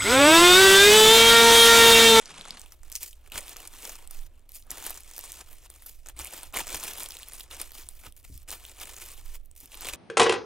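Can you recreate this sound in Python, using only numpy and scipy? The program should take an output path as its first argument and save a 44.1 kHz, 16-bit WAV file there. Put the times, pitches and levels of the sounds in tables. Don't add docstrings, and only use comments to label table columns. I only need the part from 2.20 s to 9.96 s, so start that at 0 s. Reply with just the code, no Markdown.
import sys
import numpy as np
from scipy import signal
from scipy.fft import rfft, irfft
from scipy.io import wavfile

SR = 44100
rng = np.random.default_rng(int(sys.argv[2]) if len(sys.argv) > 2 else 0)


def to_wav(s):
    ch = np.atleast_2d(s).T
    pcm = np.round(np.clip(ch, -1, 1) * 32767)
    wavfile.write(sys.argv[1], SR, pcm.astype(np.int16))


N = 342216

# top t/s, swell t/s per 20 dB, fade t/s per 20 dB,
# creases level/dB, then walls level/dB and finest wrinkles level/dB against the creases
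RUSTLES = [(.02, 0.18, 0.21, -54.5, -8, -13), (.21, 0.35, 0.26, -47.5, -3, -13),
           (.35, 0.37, 0.13, -52.5, -2, -15), (.41, 0.089, 0.029, -58, -9, -1),
           (.465, .02, 0.12, -60.5, -4, 1), (0.523, 0.021, 0.064, -63, 0.5, 7),
           (.725, 0.09, 0.026, -49.5, -5.5, -2), (.755, 0.017, 0.049, -38, -21, -3),
           (0.834, 0.039, 0.089, -42, -17, -3), (.89, 0.12, 0.054, -51, -39, 1),
           (1.0, .1, 0.079, -70.5, 0, -2), (1.08, 0.19, 0.033, -72, 3, -2),
           (1.124, 0.0089, .1, -47.5, 0, -6), (1.179, 0.07, 0.054, -39, -5.5, -4),
           (1.289, 0.12, 0.11, -44.5, -6, -5), (1.364, 0.011, 0.35, -49.5, -3.5, -4),
           (1.658, 0.24, 0.65, -46.5, -6.5, -1.5), (1.915, .02, 0.65, -67, -23, 4),
           (1.98, 0.07, 0.067, -61, -19, 0), (2.348, 0.034, 0.11, -49.5, -23, 1),
           (2.475, 0.036, 0.04, -68.5, 11, -4), (2.504, .008, 0.31, -46, -3.5, -4),
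           (2.66, 0.12, 0.13, -41, -6.5, -1.5), (2.71, 0.065, 0.3, -53, -8, -3.5),
           (2.98, .2, 0.86, -48, -10, -5), (3.12, 0.027, .3, -67, -9, -13),
           (3.21, .1, 0.055, -65, 8.5, -11), (3.33, 0.062, 0.045, -60, 4, 15),
           (3.462, .02, 0.022, -53.5, -5, -3), (3.505, 0.0099, 0.18, -62.5, -1.5, 6),
           (3.67, 0.046, .1, -48, -13.5, 4), (3.875, 0.023, 0.056, -58, 1, -7),
           (3.895, 0.037, 0.021, -53, -1, -8), (3.998, 0.041, 0.18, -42.5, -6, -4),
           (4.15, 0.11, 0.19, -44.5, -6, -2), (4.235, 0.042, 0.027, -50, -1.5, -3),
           (4.343, .015, .05, -43.5, 3, -2), (4.368, 0.023, 0.078, -32, -4.5, -11),
           (4.41, 0.068, 0.022, -44, -3, -1), (4.475, 0.024, 1, -45, -6, -6),
           (4.57, .2, 0.067, -41, -5, -3.5), (4.68, 0.15, 0.085, -39.5, -6.5, -1),
           (4.8, 0.064, 0.13, -40.5, -7.5, -3), (4.93, 0.18, 0.96, -51.5, -12.5, -9),
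           (5.21, 0.19, 0.034, -49, -10, 1), (5.321, 0.045, 0.22, -50, -4.5, -8),
           (5.419, 0.13, 0.054, -44.5, -6.5, -4), (5.46, .05, 0.11, -55.5, -9, 1),
           (5.6, 0.16, 0.085, -47, -8.5, 0), (5.7, 0.028, 0.94, -58.5, -9.5, 3),
           (5.864, 0.042, 0.026, -47, 1, -3), (5.95, 0.04, 0.26, -64.5, -17, 8.5),
           (6.049, 0.026, 0.036, -55, -7, -4), (6.15, 0.17, .08, -53.5, -24, -3),
           (6.295, 0.02, .03, -44, -8.5, -5), (6.33, 0.043, 0.067, -43.5, -5, -0.5),
           (6.44, 0.27, 0.83, -54.5, -6, -4), (6.611, 0.057, 0.37, -46.5, -6.5, -3),
           (6.87, 0.2, 0.17, -48, -9, -0.5), (6.98, 0.11, .15, -56.5, -8.5, -4),
           (7.06, 0.066, 0.13, -53, -7.5, -1), (7.152, 0.046, 0.031, -47.5, -10, 1),
           (7.26, 0.055, .05, -69, -9, 11), (7.365, .006, 0.38, -57, -25, 2),
           (7.55, 0.2, 0.29, -55, -7, -11), (7.69, 0.17, 0.045, -39.5, -5, -8),
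           (7.738, 0.046, 0.043, -41.5, -3, -7)]
# end t/s, length t/s, hush level/dB
RESTS = [(0.52, 0.023, -2.5), (.72, 0.034, -10), (1.12, 0.034, -12), (1.357, 0.022, -5), (1.865, 0.1, -9.5),
         (1.899, 0.04, -12.5), (2.29, 0.22, -16), (2.499, 0.066, -5.5), (3.3, 0.091, -7), (3.438, 0.15, -3),
         (3.498, 0.036, -11), (3.66, 0.028, -6), (3.964, .04, -9), (4.331, 0.03, -11),
         (5.303, 0.057, -11.5), (5.686, 0.03, -1), (5.965, 0.068, -12.5), (6.039, 0.036, -11),
         (6.277, 0.04, -15), (7.373, 0.2, -4)]
HUSH_SHARES = [.5, .8, 1.0, 1.05]
FILM_BORDERS = [130, 1750, 4400, 10000, 16200]
# f/Hz, level/dB per Hz
FILM_RADIATION = [(76, -35), (130, -6.5), (191, -12.5), (316, -3), (628, -4), (1040, -2), (1410, -5),
                  (1720, -6), (2070, 3.5), (3160, 3.5), (4450, 0), (8660, 4), (14900, 3.5), (16200, 5)]
# t/s, peak level/dB of the bright part, ring f/Hz,
# wall level/dB against the bright part, time to fall by 60 dB t/ms
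SNAPS = [(.057, -30.5, 5640, -19, 18), (.2113, -19.5, 4130, -11, 1.6), (.259, -30, 3460, -4.5, 6),
         (.283, -30, 7900, -9, 9.2), (.3067, -19.5, 4540, -24, 6.9), (.3716, -32, 4530, -1.5, 11),
         (.3953, -29, 8120, -30, 7), (.4159, -27.5, 7800, -18, 3.4), (.4602, -39, 2800, -8, 14),
         (.5214, -31.5, 6400, -11, 12), (.6321, -37, 7400, -9, 19), (.681, -45, 7120, -4, 7),
         (.6999, -35, 9600, -23, 4), (.7176, -28.5, 9500, -31, 9.2), (.7252, -21, 7250, -25, 4.4),
         (.7536, -16.5, 6000, -31, 7.8), (.7605, -19, 6640, -28, 12), (.8308, -18.5, 12800, -21, 12),
         (.9083, -40, 6430, -28, 22), (.93, -37, 3400, -14, 6.6), (1.062, -44, 2100, -12, 6),
         (1.0757, -41, 9900, -9, 7), (1.1, -42, 2790, -15, 5.3), (1.1194, -25, 3200, -10, 14),
         (1.1568, -26, 6600, -1, 12), (1.1844, -25, 14600, -12, 9), (1.2073, -28.5, 8200, -28, 5.4),
         (1.281, -28.5, 3300, -17, 6), (1.2937, -22.5, 13500, -23, 8), (1.362, -37, 2330, 3, 6.5),
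         (1.3672, -22, 5860, -11, 6), (1.4042, -36, 3260, -9, 7.1), (1.474, -26, 8900, -31, 17),
         (1.6235, -28.5, 7500, -27, 7.9), (1.6517, -25, 7100, -9, 10), (1.6936, -25, 6600, -8.5, 21),
         (1.7547, -28, 6300, -23, 2.8), (1.8749, -28.5, 9200, -36, 3), (1.909, -26, 10300, -15, 21),
         (2.194, -49, 8500, -33, 6), (2.2921, -34, 11230, -31, 4.6), (2.3191, -32, 11100, -31, 5),
         (2.4248, -38.5, 5300, -30, 6), (2.468, -44, 9600, -16, 9), (2.5052, -21, 7040, -16, 19),
         (2.5142, -20, 10400, -13, 9.1), (2.582, -26, 9900, -7, 5), (2.625, -27, 7400, -8, 8.5),
         (2.6406, -29, 7400, -27, 4.3), (2.6651, -18, 10200, -8, 6), (2.6969, -22, 9500, -23, 3.3),
         (2.705, -22, 12100, -10, 20), (2.7428, -30, 7200, -17, 11.7), (2.775, -27, 7200, -11.5, 19),
         (2.8055, -32, 9700, -32, 4.6), (2.8345, -33.5, 6500, -29, 4), (2.9121, -32, 7250, -10, 8.8),
         (2.936, -32, 6540, -19, 7.9), (2.9637, -28, 14800, -25, 13), (2.98, -21.5, 11300, -12, 6.7),
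         (2.9909, -20, 14800, -13, 5.9), (3.01, -28, 8500, -26, 9.7), (3.0393, -27.5, 8200, -9, 9.2),
         (3.0534, -31, 9350, -12, 6), (3.1195, -24, 8600, -32, 5), (3.1282, -32, 7440, -10, 5),
         (3.4587, -42, 8800, -5, 15), (3.5015, -28.5, 8000, -13, 2.6), (3.561, -38, 8500, -20, 7.5),
         (3.622, -32.5, 9000, -10.5, 8.6), (3.6615, -27.5, 12000, -15, 52), (3.8602, -35.5, 6150, -5.5, 20),
         (3.8701, -26.5, 7250, -18, 2), (3.8862, -26, 7400, -8.5, 13.4), (3.8964, -30.5, 10650, -12, 5.5),
         (3.9907, -22.5, 8300, -19, 8), (3.9974, -24, 8600, -7, 6), (4.0173, -26, 6600, -23, 4),
         (4.0468, -22, 9400, -14, 3), (4.0558, -29, 2620, -24, 6.5), (4.0704, -27, 8500, -16, 6),
         (4.135, -27, 8150, -8, 24), (4.1667, -30, 13100, -9, 4), (4.232, -22, 8400, -11, 4.5),
         (4.3255, -36, 7380, -12, 7.3), (4.339, -28, 2370, 0, 22), (4.3423, -27, 11400, -18, 14),
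         (4.3666, -16.5, 10100, -10, 20), (4.3706, -18.5, 2220, -7, 18), (4.3866, -20, 11900, -6, 11),
         (4.394, -22, 2250, -17, 11), (4.4036, -24, 3540, -23, 13), (4.4697, -22.5, 7400, -10, 5.6),
         (4.4791, -21.5, 6240, -9, 4.6), (4.503, -28, 8900, -11, 3), (4.5281, -19.5, 7800, -30, 2.3),
         (4.5454, -20, 6200, -6.5, 11), (4.5566, -21, 6550, -16, 8.3), (4.568, -26, 11700, -22, 22),
         (4.598, -27, 6740, -14, 27), (4.637, -18, 8950, -33, 3.5), (4.735, -25, 9700, -22, 4),
         (4.7755, -25, 8900, -21, 3), (4.783, -26, 11100, -17, 15), (4.7978, -21, 11400, -28, 2.7),
         (4.8035, -20, 3450, -11, 3.7), (4.8287, -27, 11400, -9, 3.9), (4.8334, -16.5, 9500, -32, 1.9),
         (4.86, -26, 4050, -35, 2.9), (4.8879, -24.5, 9000, -17, 2.4), (4.9064, -24.5, 4940, -33, 7.5),
         (4.9206, -25, 4560, -25, 4.3), (4.9687, -25, 3600, -28, 6), (4.9922, -32, 12500, -33, 7),
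         (5.0312, -28, 3840, -40, 6.4), (5.0855, -22.5, 11000, -20, 2.6), (5.1347, -25, 10200, -31, 2.4),
         (5.1527, -30, 8400, -14, 6.5), (5.207, -26.5, 4100, -30, 1.8), (5.233, -33.5, 11700, -26, 6.6),
         (5.3117, -30, 3260, -10.5, 13), (5.3471, -27.5, 8500, -8, 1.1), (5.4147, -18.5, 9900, -12.5, 12),
         (5.5189, -28, 14500, -12, 4), (5.6886, -20, 8900, -21, 1.7), (5.9237, -34.5, 9900, -34, 3.1),
         (6.0295, -44, 9900, -19, 3), (6.0496, -39.5, 2180, -20, 4.7), (6.1765, -33, 11100, -42, 10),
         (6.2303, -43, 14000, -33, 7), (6.288, -28, 8600, -25, 5.5), (6.3055, -19, 8100, -30, 1.1),
         (6.3154, -20.5, 9050, -22, 4), (6.439, -33, 9300, -9, 5.2), (6.4514, -28, 3340, -19, 1.7),
         (6.4629, -29.5, 13100, -30, 2.4), (6.6004, -28, 5300, -19, 2.5), (6.7653, -30, 7000, -29, 3.3),
         (6.7822, -34.5, 6920, -6, 3.6), (6.917, -31, 9000, -34, 9.9), (7.0558, -39, 11900, -13, 12),
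         (7.258, -44, 10000, -23, 8.2), (7.3129, -39.5, 8340, -14, 7.6), (7.352, -45, 10600, -27, 8.1),
         (7.3629, -35, 12600, -32, 5), (7.374, -44, 13400, -32, 4.4), (7.3884, -43, 11300, -39, 4),
         (7.4037, -29, 10000, -36, 2.7), (7.4576, -32, 10400, -24, 3.6), (7.5187, -37, 3600, -30, 9.6),
         (7.544, -27, 3600, -24, 4.7), (7.5531, -28, 12000, -22, 3), (7.6088, -22, 13700, -27, 4.3),
         (7.6195, -30.5, 5600, -10, 27), (7.6544, -25, 3560, -23, 4), (7.6867, -19.5, 3100, -34, 13),
         (7.6968, -26, 3200, -30, 6.3)]
# f/Hz, phase [radians]
PORT_LAG = [(100, 0.067), (1500, 0.13), (2200, 0.15), (4500, 1), (8300, 0.69), (11300, 0.85), (16000, 0.12)]
# f/Hz, side level/dB
BAG_WIDTH = [(200, -20.5), (1500, -10), (4500, -17.5), (8000, -32.5), (15000, -10.5)]
# t/s, push level/dB, hardness level/dB per octave
BUMPS = [(1.149, -41, 0), (2.518, -51, 5), (2.65, -49, -4), (4, -44, -1), (4.374, -54, -18),
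         (4.541, -39, 0), (5.872, -40, -2.5), (6.099, -40.5, 0), (6.125, -45, -4), (6.154, -39, -5),
         (6.281, -46, -9), (7.431, -52, 4), (7.688, -45, -1)]
# f/Hz, level/dB against the push, time to fall by 60 dB t/s
COUNTER_TONES = [(64.7, -2, .16), (120, -3.5, 0.07), (187, -16, 0.15), (275, -8, 0.1), (377, -15, 0.073)]
# t/s, flutter level/dB before its left-right balance, throb level/dB
RUMBLE_COURSE = [(0, -56, -73), (.43, -49.5, -55), (1.69, -58, -56.5), (2.01, -36.5, -53.5),
                 (2.29, -59.5, -57), (2.57, -49, -56), (3.13, -56, -56.5), (3.41, -46, -54),
                 (3.52, -70, -54), (3.82, -49, -56), (4.02, -56, -48), (4.11, -67, -65),
                 (4.21, -50.5, -51.5), (5.1, -59, -55.5), (5.3, -48, -50.5), (5.49, -55, -55),
                 (5.77, -46, -53), (5.94, -58, -55), (6.11, -49.5, -46), (6.38, -53, -54.5),
                 (6.85, -55, -55.5), (7.07, -36, -51), (7.54, -61, -57.5), (7.76, -39.5, -47)]
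# f/Hz, level/dB per Hz
THROB_COLOUR = [(18, 5), (24, -4), (40, 0), (48, -5), (62, -2.5), (80, -12), (105, -18.5), (135, -30),
                (160, -33)]
# f/Hz, level/dB
HUM_TONES = [(60, -68), (120, -78), (240, -82.5)]
# f/Hz, level/dB per Hz
ROOM_COLOUR = [(130, -14), (220, 1), (290, 12.5), (450, 7.5), (650, 11), (900, -7), (1600, -12), (2100, -1),
               (3300, -9), (4000, -41), (8600, -76), (16000, -85)]

FOLDS_LEAN, FOLDS_DB = 0.49, -0.02
SETTLE_S = 0.011
CREASES_PER_S, CREASE_T60_S = 1800, 0.0083
SIZE_SPREAD_DB, SWARM_DB, SLIDE_DB = 5, 4, 1
SMALL_SNAP_COUNT, SMALL_T60_MS = 90, 4.6
SMALL_SNAP_DB, SMALL_SPREAD_DB = 11, 1.5
SMALL_WALL_DB = -23.5
SNAP_WIDTH, SNAP_BROAD_DB, SNAP_RISE_S = 0.24, 0, 0.0002
KITCHEN_DB, KITCHEN_T60_S, WALL_CUT_HZ = -18, .1, 9000
ROOM_TONE_DB = -74
DULL_UNTIL_S, DULL_HZ, BOXY_DB = .38, 8500, 6.5
CUTOFF_HZ = 16300


def handling():
    t = np.arange(0, N, 32) / SR
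    power = 1e-11
    for top_s, swell_s, fade_s, creases_db, walls_db, wrinkles_db in RUSTLES:
        rising = (top_s - t) / max(swell_s, .003)
        falling = (t - top_s) / max(fade_s, .003)
        shape_db = -20 * np.where(t < top_s, rising, falling)
        folds_db = walls_db * FOLDS_LEAN + FOLDS_DB
        shares_db = np.array([[walls_db], [folds_db], [0], [wrinkles_db]])
        power = power + from_db(creases_db + shares_db + shape_db) ** 2
    return np.array([np.interp(np.arange(N) / SR, t, 10 * np.log10(p)) for p in power])


def resting():
    t = np.arange(N) / SR
    hush = 0
    for end_s, length_s, hush_db in RESTS:
        settled = np.clip((t - end_s + length_s) / SETTLE_S, 0, 1)
        hush = hush + hush_db * settled * (t < end_s)
    return hush


def crinkle(levels_db):
    swarm = from_db(SWARM_DB * (.7 * drift(30) + 0.64 * drift(120)))
    born = rng.random(N) < CREASES_PER_S * swarm / SR
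    sizes = born * from_db(SIZE_SPREAD_DB * np.minimum(rng.exponential(1, N), 4))

    group = rng.integers(0, 7, N)
    fall = from_db(-60 / (CREASE_T60_S * SR))
    spits = [rms_one(signal.lfilter([1], [1, -fall], sizes * (group == k) + 1e-18)) for k in range(7)]
    slide = from_db(SLIDE_DB) * np.sqrt(swarm)

    white = rng.standard_normal((2, 2, N))
    out = np.zeros((2, N))
    k = 0
    for level_db, low, high in zip(levels_db, FILM_BORDERS, FILM_BORDERS[1:]):
        edges = np.geomspace(low, high, 1 + round(3.5 * np.log2(high / low)))
        part = 0
        for a, b in zip(edges, edges[1:]):
            k += 1
            shaken = (spits[k % 7] + .6 * spits[0] + slide) * white[k % 2]
            part = part + from_db(at_hz(FILM_RADIATION, np.sqrt(a * b))) * band(shaken, a, b)
        out += from_db(level_db) * rms_one(part)
    return out


def snaps(rows):
    length = 1024
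    t = np.arange(length) / SR
    out = np.zeros((2, N + length))
    for white, (s, peak_db, hz, wall_db, t60_ms) in zip(rng.standard_normal((len(rows), 2, length)), rows):
        burst = white * from_db(-60 * t * 1000 / t60_ms) * np.minimum(t / SNAP_RISE_S, 1)
        patch = rms_one(band(burst, hz / (1 + SNAP_WIDTH), min(hz * (1 + SNAP_WIDTH), 17000)))
        bright = patch + from_db(SNAP_BROAD_DB) * rms_one(band(burst, 2920, 15550))
        wall = band(burst, 470, 2800)
        snap = bright / abs(bright[0]).max() + from_db(wall_db) * wall / abs(wall[0]).max()
        start = round(s * SR)
        out[:, start:start + length] += from_db(peak_db) * snap
    return out[:, :N]


def small_snaps(creases_db):
    when, size, patch, life = rng.random((SMALL_SNAP_COUNT, 4)).T
    around_db = creases_db[(when * N).astype(int)]
    peak_db = around_db + SMALL_SNAP_DB - SMALL_SPREAD_DB * np.log(size + 0.035)
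    hz = 2500 * 4.0 ** np.sqrt(patch)
    wall_db = np.full(SMALL_SNAP_COUNT, SMALL_WALL_DB)
    return list(zip(when * N / SR, peak_db, hz, wall_db, SMALL_T60_MS * (.5 + life)))


def ports(common, spread):
    hz = np.maximum(np.fft.rfftfreq(N, 1 / SR), 1)
    lag = at_hz(PORT_LAG, hz)
    side = irfft(rfft(spread) * from_db(at_hz(BAG_WIDTH, hz)), N)
    trailing = irfft(rfft(common) * np.exp(-1j * lag), N)
    return np.array([trailing + side, common - side])


def kitchen(x):
    t = np.arange(SR // 4) / SR
    fading = from_db(-60 * t / KITCHEN_T60_S) * (t > .0015)
    tail = rng.standard_normal((2, len(t))) * fading
    tail = signal.lfilter(*signal.butter(1, WALL_CUT_HZ, fs=SR), tail)
    tail = tail / np.sqrt((tail ** 2).sum(axis=1, keepdims=True))
    return signal.fftconvolve(x[None], tail, axes=1)[:, :N]


def bumps():
    at = [round(s * SR) for s, db, hard in BUMPS]
    push_db, hard_db = np.array(BUMPS)[:, 1:].T
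    lowest_hz = COUNTER_TONES[0][0]
    out = np.zeros(N)
    for hz, level_db, t60 in COUNTER_TONES:
        pushes = np.zeros(N)
        pushes[at] = from_db(push_db + level_db + hard_db * np.log2(hz / lowest_hz))
        out += ring(pushes, hz, t60)
    return low_pass(out, 350)


def rumble():
    flutter_db, throb_db = in_time(RUMBLE_COURSE)
    flutter = steady_noise([(8, -6.5), (15, 4.0), (21, 0.0), (28, -37), (60, -70)], likeness=0.86)
    flutter = flutter * from_db([[-4.5], [3.5]])
    throb = steady_noise(THROB_COLOUR + [(400, -110)], likeness=0.91)
    return from_db(flutter_db) * flutter + from_db(throb_db) * throb


def hum():
    white = rng.standard_normal((len(HUM_TONES), N))
    return sum(from_db(db) * rms_one(ring(w, hz, 0.57)) for w, (hz, db) in zip(white, HUM_TONES))


def room_tone():
    return from_db(ROOM_TONE_DB) * steady_noise(ROOM_COLOUR, likeness=0.39)


def from_db(db):
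    return 10 ** (np.asarray(db) / 20)


def rms_one(x):
    return x / np.sqrt(np.mean(x ** 2) + 1e-20)


def in_time(rows):
    s, *columns = np.transpose(rows)
    return [np.interp(np.arange(N) / SR, s, c) for c in columns]


def at_hz(points, hz):
    table_hz, values = np.array(points).T
    return np.interp(np.log(hz), np.log(table_hz), values)


def drift(rate_hz):
    r = np.exp(-20 * np.pi * rate_hz / SR)
    slow = signal.lfilter([1], [1, -2 * r, r * r], rng.standard_normal(N // 10 + 4002))[4000:]
    return np.interp(np.arange(N) / 10, np.arange(len(slow)), rms_one(slow))


def ring(x, hz, t60):
    r = from_db(-60 / (t60 * SR))
    w = 2 * np.pi * min(hz, .45 * SR) / SR
    return signal.lfilter([0, np.sin(w)], [1, -2 * r * np.cos(w), r * r], x + 1e-18)


def band(x, low_hz, high_hz):
    return signal.sosfilt(signal.butter(2, [low_hz, high_hz], "band", fs=SR, output="sos"), x)


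def low_pass(x, hz):
    return signal.sosfilt(signal.butter(2, hz, fs=SR, output="sos"), x)


def steady_noise(spectrum, likeness):
    hz = np.maximum(np.fft.rfftfreq(N, 1 / SR), 1)
    colour = from_db(at_hz([(1, -120)] + spectrum, hz))
    mid, side = irfft(rfft(rng.standard_normal((2, N))) * colour, N)
    left_right = np.array([[1], [-1]])
    return rms_one(np.sqrt(1 + likeness) * mid + np.sqrt(1 - likeness) * side * left_right)


def scene():
    levels_db = handling() + np.outer(HUSH_SHARES, resting())
    all_snaps = small_snaps(levels_db[2]) + list(SNAPS)
    common, spread = crinkle(levels_db) + snaps(all_snaps)
    bag = ports(common, spread) + from_db(KITCHEN_DB) * kitchen(common)
    return bag + bumps() + rumble() + hum() + room_tone()


def record(dry):
    dull = low_pass(dry, DULL_HZ) + from_db(BOXY_DB) * band(dry, 130, 236)
    opened = np.clip((np.arange(N) / SR - DULL_UNTIL_S) / 0.006, 0, 1)
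    heard = opened * dry + (1 - opened) * dull
    return signal.sosfilt(signal.cheby2(16, 60, CUTOFF_HZ, fs=SR, output="sos"), heard)


dry = scene()
out = record(dry)
to_wav(out)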